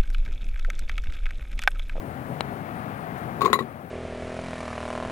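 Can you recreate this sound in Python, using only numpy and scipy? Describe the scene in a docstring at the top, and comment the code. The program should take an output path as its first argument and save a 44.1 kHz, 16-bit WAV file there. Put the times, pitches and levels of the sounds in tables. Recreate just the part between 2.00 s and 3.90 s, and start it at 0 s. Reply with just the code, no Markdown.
"""Far traffic rumbles and an insect chirps thinly; soon a putter clicks on a ball, mostly on the left.
A second later the ball, after faintly brushing the grass, hits the flagstick, rattles down the cup and
bounces on its bottom, ringing the hollow and the liner. Knocks are sums of fading sine waves plus bursts
of coloured noise; traffic, grass, insect and hiss are coloured noise, all but the hiss shaped over time."""
import sys
import numpy as np
from scipy.fft import rfft, irfft, next_fast_len
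from scipy.io import wavfile
from scipy.ndimage import uniform_filter1d, map_coordinates

SR = 44100
rng = np.random.default_rng(int(sys.argv[2]) if len(sys.argv) > 2 else 0)


def transcribe(u):
    """Save the signal u as a 16-bit wav file named by the first command-line argument.

    u: samples, shape (n,) or (channels, n), limited to [-1, 1]; the rate is SR.
    q: integer samples, one column per channel.
    """
    v = np.clip(np.atleast_2d(u).T, -1, 1)
    q = np.round(v * 32767).astype(np.int16)
    wavfile.write(sys.argv[1], SR, q)


N = 83790  # length in samples, 1.9 s

# All noise colours below are relative levels: noise() sets the overall strength to 1.
# microphone hiss, its colour: f/Hz, level per Hz/dB
HISS_COLOUR = [(1000, 0), (4000, -7.5), (7000, -12.5), (10000, -0.5), (12500, -4), (15500, 3.5)]
HISS_DB, RIGHT_HISS_DB = -53, -9.5  # left level; right level relative to the left

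# traffic, mean levels before a slight waver: t/s, rumble level/dB, road roar level/dB
TRAFFIC_LEVELS = [(0, -30.5, -38.5), (.12, -34, -37), (.3, -30.5, -36), (.5, -32.5, -34.5),
                  (.75, -31.5, -34.5), (1.05, -34.5, -33.5), (1.35, -32, -34), (1.6, -31.5, -32.5),
                  (1.9, -35.5, -39.5)]
# engine rumble, its colour: f/Hz, level per Hz/dB
RUMBLE_COLOUR = [(20, -25), (40, -14.5), (62, -11), (82, -3.5), (115, -0.5), (143, 0.5), (170, -1.5),
                 (245, -2), (300, -7.5), (420, -11), (700, -12.5), (1500, -46.5)]
# tyre roar, its colour: f/Hz, level per Hz/dB
ROAR_COLOUR = [(100, -31), (350, -10.5), (500, -7.5), (620, -3), (715, 3), (820, -2.5), (950, -4.5),
               (1300, -5), (2000, -12), (3000, -23.5), (4500, -33), (8000, -55), (16000, -59)]

# insect in the grass, its colour: f/Hz, level per Hz/dB
CHIRP_COLOUR = [(7000, -30), (8700, 8), (10000, 0), (11000, -19), (13000, -25)]
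CHIRP_FIRST_S, CHIRP_PERIOD_S, CHIRP_WIDTH_S, CHIRP_DB = 0.086, 0.23, 0.03, -63

# ball brushing the grass, mean level before a flutter: t/s, level/dB
ROLL_LEVELS = [(0.9, -85), (1.12, -60), (1.2, -54), (1.25, -66), (1.39, -60), (1.43, -87)]
# brushed grass, its colour: f/Hz, level per Hz/dB
GRASS_COLOUR = [(1000, -15), (3000, 0), (7000, -1), (14000, 3)]

# ringing of putter and ball, relative levels: f/Hz, level/dB, time to fall 60 dB (t60)/s
PUTT_MODES = [(430, -13, 0.0078), (840, 5.5, 0.0044), (1200, -7.5, .006), (2220, -1, 0.0053),
              (2780, -5, 0.006), (3980, -9.5, 0.014), (5000, -25, 0.01), (6850, -26, 0.0079),
              (8060, -21, 0.0092), (9100, -23, 0.0079)]
PUTT_S, PUTT_DB, PUTT_CONTACT_S = 0.4076, -6.5, 0.00025  # time, level, rise time of the push
PUTT_TICK_DB, PUTT_TICK_T60_S = -33, 0.005  # noisy tick, relative to PUTT_DB

# ball against stick and cup: t/s, then thud, hollow, liner, treble, stick, scuff and crack level/dB,
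# swell time/s, pitch sag/share of the pitch, hollow ring time/ratio
CONTACTS = [ (1.4088, -31, -22.5, -40, -54, -50, -34, -26, 0.00024, 0.011, 1.9),
            (1.4161, -20, -13, -41, -45, -39, -21.5, -23, 0.0011, 0.0087, 0.75),
            (1.4323, -35, -16, -46, -60, -46, -49, -40, 0.0014, .01, 0.41),
            (1.4397, -19, -23, -43, -56, -46, -36, -34, 0.0022, .01, 0.43),
            (1.4483, -50, -19, -42, -58, -60, -25.5, -20.5, 0.00064, 0.0091, 0.77),
            (1.4557, -17.5, 5, -32, -49, -29.5, -22, -5, 0.0041, 0.054, 0.43),
            (1.4769, -49, -16.5, -40, -54, -48, -46, -40, .001, 0.008, 0.51),
            (1.4991, -22, -26.5, -42, -56, -49, -38, -41, 0.0015, 0.013, 1.1),
            (1.53, -16.5, -4.5, -8.5, -19, -33, -16, -3, 0.00039, 0.033, 0.89),
            (1.5374, -30, -8.5, -13, -26.5, -28, -18.5, -29, 0.0025, 0.048, 0.53),
            (1.5520, -17.5, -7, -22, -33, -46, -26, -38, 0.0031, 0.0075, 0.72),
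            (1.5891, -16.5, -13.5, -18, -40, -49, -24, -19, 0.0012, 0.062, 0.44),
            (1.6024, -16.5, -13, -42, -39, -58, -34, -40, 0.0038, 0.0069, 0.77),
            (1.6230, -26, -39, -52, -50, -55, -43, -36, 0.00065, .01, 0.71)]
# Ringing below: relative levels, each nudged at random by about 1 dB at every contact.
# thud of the cup in the soil: f/Hz, level/dB, t60/s
THUD_MODES = [(174.5, -7.5, 0.13), (233.5, -8, 0.24), (378.7, -6, 0.18), (416.5, 1, 0.11), (501, -5, 0.08)]
# hollow of the cup: f/Hz, level/dB, t60 before the contact's ratio/s
HOLLOW_MODES = [(1076, -14, .05), (1109, 4.5, 0.064), (1265, -9, 0.064)]
# cup liner: f/Hz, level/dB, t60/s
LINER_MODES = [(2025, 2, 0.06), (2190, -10, 0.034), (4026, -4, 0.068)]
# bright ring of the liner: f/Hz, level/dB, t60/s
TREBLE_MODES = [(6560, -10, .065), (7495, -7, .075), (9645, 0, .04), (10320, -6, .05), (10645, -9, .1),
                (11500, -6, .05), (13535, -13, .11)]
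# flagstick: f/Hz, level/dB, t60/s
STICK_MODES = [(2120, 0, .07), (3990, -1, .06), (4400, -4, .05), (6680, -6, .08), (7035, -5, .08),
               (14200, -14, .05), (15570, -6, .06)]
# toneless scuff of a contact, also used in the putt's tick: f/Hz, level per Hz/dB
SCUFF_COLOUR = [(80, -16), (400, 6.5), (750, -6.5), (1300, 3), (1700, -4.5), (2300, 1.5), (3000, -8.5),
                (4200, -4.5), (5500, -20), (10000, -23), (16000, -19)]
# crack at the instant of contact: f/Hz, level per Hz/dB
CRACK_COLOUR = [(120, -24), (400, -5), (800, -10), (1350, 7), (1750, -13), (2300, -1), (2900, -22),
                (3600, 2.5), (4400, -19), (6000, -15), (10000, -24.5), (16000, -26)]
SCUFF_T60_S, CRACK_T60_S = 0.074, 0.016
SAG_S = 0.0204  # recovery time of the pitch, which is flat while the ball presses on the cup
ROUGH_RAD, ROUGH_PER_S = 0.38, 235  # size and speed of the unsteadiness in phase

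# likeness of the two channels: f/Hz, left-right correlation (1 = identical)
ALIKE = [(30, 0.77), (100, .95), (1000, 0.93), (3000, 0.76), (8000, 0.27)]
# shading of the right microphone: f/Hz, level/dB
RIGHT_SHADE = [(1000, 0), (2000, -1), (4000, 1), (8000, -5.5), (13000, -5)]
# the right microphone is further from every source: (level in dB, delay in s)
RIGHT_RUMBLE, RIGHT_ROAR = (-9, 0.00028), (-11, 0.00036)
RIGHT_PUTT, RIGHT_CUP = (-10.5, 0.00004), (-11.5, 0.00013)

# the recorder: gain control, ceiling (1 = full scale) and band limits
LIMIT_DB, LIMIT_WINDOW_S, RECOVER_DB_PER_S = -6.5, 0.0033, 6
CLIP_TOP, LOW_CUT_HZ, TOP_HZ = 0.96, 44.5, 16000


def amp(db):
    """Turn decibels into a gain."""
    return 10 ** (np.asarray(db) / 20)


def unit(x):
    """Scale to an rms (average strength) of 1."""
    return x / np.sqrt(np.mean(x ** 2) + 1e-20)


def along(points, hz):
    """Read a curve of (f, value) points at any frequency, on a log axis."""
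    f, value = np.transpose(points)
    return np.interp(np.log(hz + 1), np.log(f + 1), value)


def fade(t, t60):
    """Die away exponentially, 60 dB down at t60."""
    return np.exp(-np.log(1000) * t / t60)


def wobble(rate, size):
    """Draw a smooth random curve through `rate` random points a second."""
    points = rng.standard_normal(2048)
    return map_coordinates(points, [np.arange(size) * rate / SR + 2], mode="wrap")


def noise(colour, alike, size):
    """Make coloured stereo noise of rms 1 whose channels are as alike as asked at each frequency."""
    m = next_fast_len(size + 8192)
    hz = np.fft.rfftfreq(m, 1 / SR)
    # a shared and an opposed part, mixed by an angle, give the wanted correlation
    turn = np.arccos(np.clip(along(alike, hz), -1, 1)) / 2
    white = rfft(rng.standard_normal((2, m)))
    coloured = white * amp(along(colour, hz)) * [np.cos(turn), np.sin(turn)]
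    mid, side = irfft(coloured, m)[:, :size]
    return unit(np.array([mid + side, mid - side]))


def filtered(x, response):
    """Pass x through a filter given as a complex response at each frequency."""
    m = next_fast_len(N + SR // 2)
    hz = np.fft.rfftfreq(m, 1 / SR)
    return irfft(rfft(x, m) * response(hz), m)[..., :N]


def lean(x, right_db, delay_s):
    """Make the right channel weaker, duller and later, as at a more distant microphone."""
    def right_response(hz):
        delay = np.exp(-2j * np.pi * hz * delay_s)
        return amp(right_db + along(RIGHT_SHADE, hz)) * delay
    return np.array([x[0], filtered(x[1], right_response)])


def add(track, s, x):
    """Mix x into the track at time s."""
    i = round(s * SR)
    track[:, i:i + x.shape[-1]] += x[..., :N - i]


def ring(modes, t, spread, sag=0):
    """Sum slightly unsteady fading sines that start flat by sag; spread (rad) scatters channel phases."""
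    out = np.zeros((2, len(t)))
    clock = t - sag * SAG_S * (1 - np.exp(-t / SAG_S))  # runs slow at first, so the pitch is low
    for hz, db, t60 in modes:
        unsteady = ROUGH_RAD * wobble(ROUGH_PER_S, len(t))
        phase = unsteady + spread * rng.standard_normal((2, 1))
        level = amp(db + rng.normal(0, 1))
        out += level * fade(t, t60) * np.sin(2 * np.pi * hz * clock + phase)
    return out


def hiss():
    """The microphones' own steady hiss, almost unrelated between the channels."""
    levels = amp([[HISS_DB], [HISS_DB + RIGHT_HISS_DB]])
    return levels * noise(HISS_COLOUR, [(1000, 0.1)], size=N)


def traffic():
    """Far engines rumble under the roar of tyres; the level of each wavers a little."""
    s, *levels = np.transpose(TRAFFIC_LEVELS)
    rumble_db, roar_db = [np.interp(np.arange(N) / SR, s, level) for level in levels]
    rumble = amp(rumble_db + 0.68 * wobble(9.47, size=N)) * noise(RUMBLE_COLOUR, ALIKE, size=N)
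    roar = amp(roar_db + 0.43 * wobble(6.76, size=N)) * noise(ROAR_COLOUR, ALIKE, size=N)
    return lean(rumble, *RIGHT_RUMBLE) + lean(roar, *RIGHT_ROAR)


def insect():
    """An insect chirps just over four times a second: high noise swelling in smooth bell shapes."""
    half = CHIRP_PERIOD_S / 2
    # time from the middle of the nearest chirp
    since = (np.arange(N) / SR - CHIRP_FIRST_S + half) % CHIRP_PERIOD_S - half
    swell = np.exp(-0.5 * (since / CHIRP_WIDTH_S) ** 2)
    return lean(amp(CHIRP_DB) * swell * noise(CHIRP_COLOUR, ALIKE, size=N), *RIGHT_ROAR)


def roll():
    """The ball faintly brushes the grass as it comes near: fluttering bright noise."""
    level_db = np.interp(np.arange(N) / SR, *np.transpose(ROLL_LEVELS))
    flutter_db = 3 * wobble(130, size=N)
    return lean(amp(level_db + flutter_db) * noise(GRASS_COLOUR, ALIKE, size=N), *RIGHT_CUP)


def putt():
    """One dry click: the putter's face pushes the ball, which rings for a few milliseconds."""
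    out, t = np.zeros((2, N)), np.arange(SR // 10) / SR
    body = sum(amp(db) * fade(t, t60) * np.sin(2 * np.pi * hz * t) for hz, db, t60 in PUTT_MODES)
    tick = amp(PUTT_TICK_DB) * fade(t, PUTT_TICK_T60_S) * noise(SCUFF_COLOUR, ALIKE, size=len(t))
    push = 1 - np.exp(-t / PUTT_CONTACT_S)
    add(out, PUTT_S, amp(PUTT_DB) * (body + tick) * push)
    return lean(out, *RIGHT_PUTT)


def cup():
    """Every contact rings the same cup and stick; where the ball lands sets the mix and damps the hollow."""
    out, t = np.zeros((2, N)), np.arange(SR // 4) / SR
    for (s, thud_db, hollow_db, liner_db, treble_db, stick_db, scuff_db, crack_db,
         swell_s, sag, ring_ratio) in CONTACTS:
        hollow = [(hz, db, t60 * ring_ratio) for hz, db, t60 in HOLLOW_MODES]
        hit = amp(thud_db) * ring(THUD_MODES, t, spread=0)
        hit += amp(hollow_db) * ring(hollow, t, spread=0, sag=sag)
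        hit += amp(liner_db) * ring(LINER_MODES, t, spread=0.5, sag=sag)
        hit += amp(treble_db) * ring(TREBLE_MODES, t, spread=1)
        hit += amp(stick_db) * ring(STICK_MODES, t, spread=0.5)
        hit += amp(scuff_db) * fade(t, SCUFF_T60_S) * noise(SCUFF_COLOUR, ALIKE, size=len(t))
        hit += amp(crack_db) * fade(t, CRACK_T60_S) * noise(CRACK_COLOUR, ALIKE, size=len(t))
        add(out, s, hit * (1 - np.exp(-(t / swell_s) ** 2)))
    return lean(out, *RIGHT_CUP)


def scene():
    """Putt, roll and drop over the open-air background."""
    return putt() + roll() + cup() + traffic() + insect() + hiss()


def gain_control(x):
    """A loud knock on the left turns both channels down at once; the gain creeps back slowly."""
    power = np.abs(uniform_filter1d(x[0] ** 2, max(1, int(LIMIT_WINDOW_S * SR))))
    over_db = np.maximum(10 * np.log10(power + 1e-12) - LIMIT_DB, 0)
    creep_db = RECOVER_DB_PER_S * np.arange(N) / SR
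    # the strongest knock so far, less the recovery since then
    reduction_db = np.maximum.accumulate(over_db + creep_db) - creep_db
    return x * amp(-reduction_db)


def record(dry):
    """The recorder rides the gain, rounds off peaks, thins deep bass and drops all above its band limit."""
    held = gain_control(dry)
    rounded = held / (1 + np.abs(held / CLIP_TOP) ** 6) ** (1 / 6)
    return filtered(rounded, lambda hz: 1j * hz / (LOW_CUT_HZ + 1j * hz) * (hz < TOP_HZ))


dry = scene()
out = record(dry)
transcribe(out)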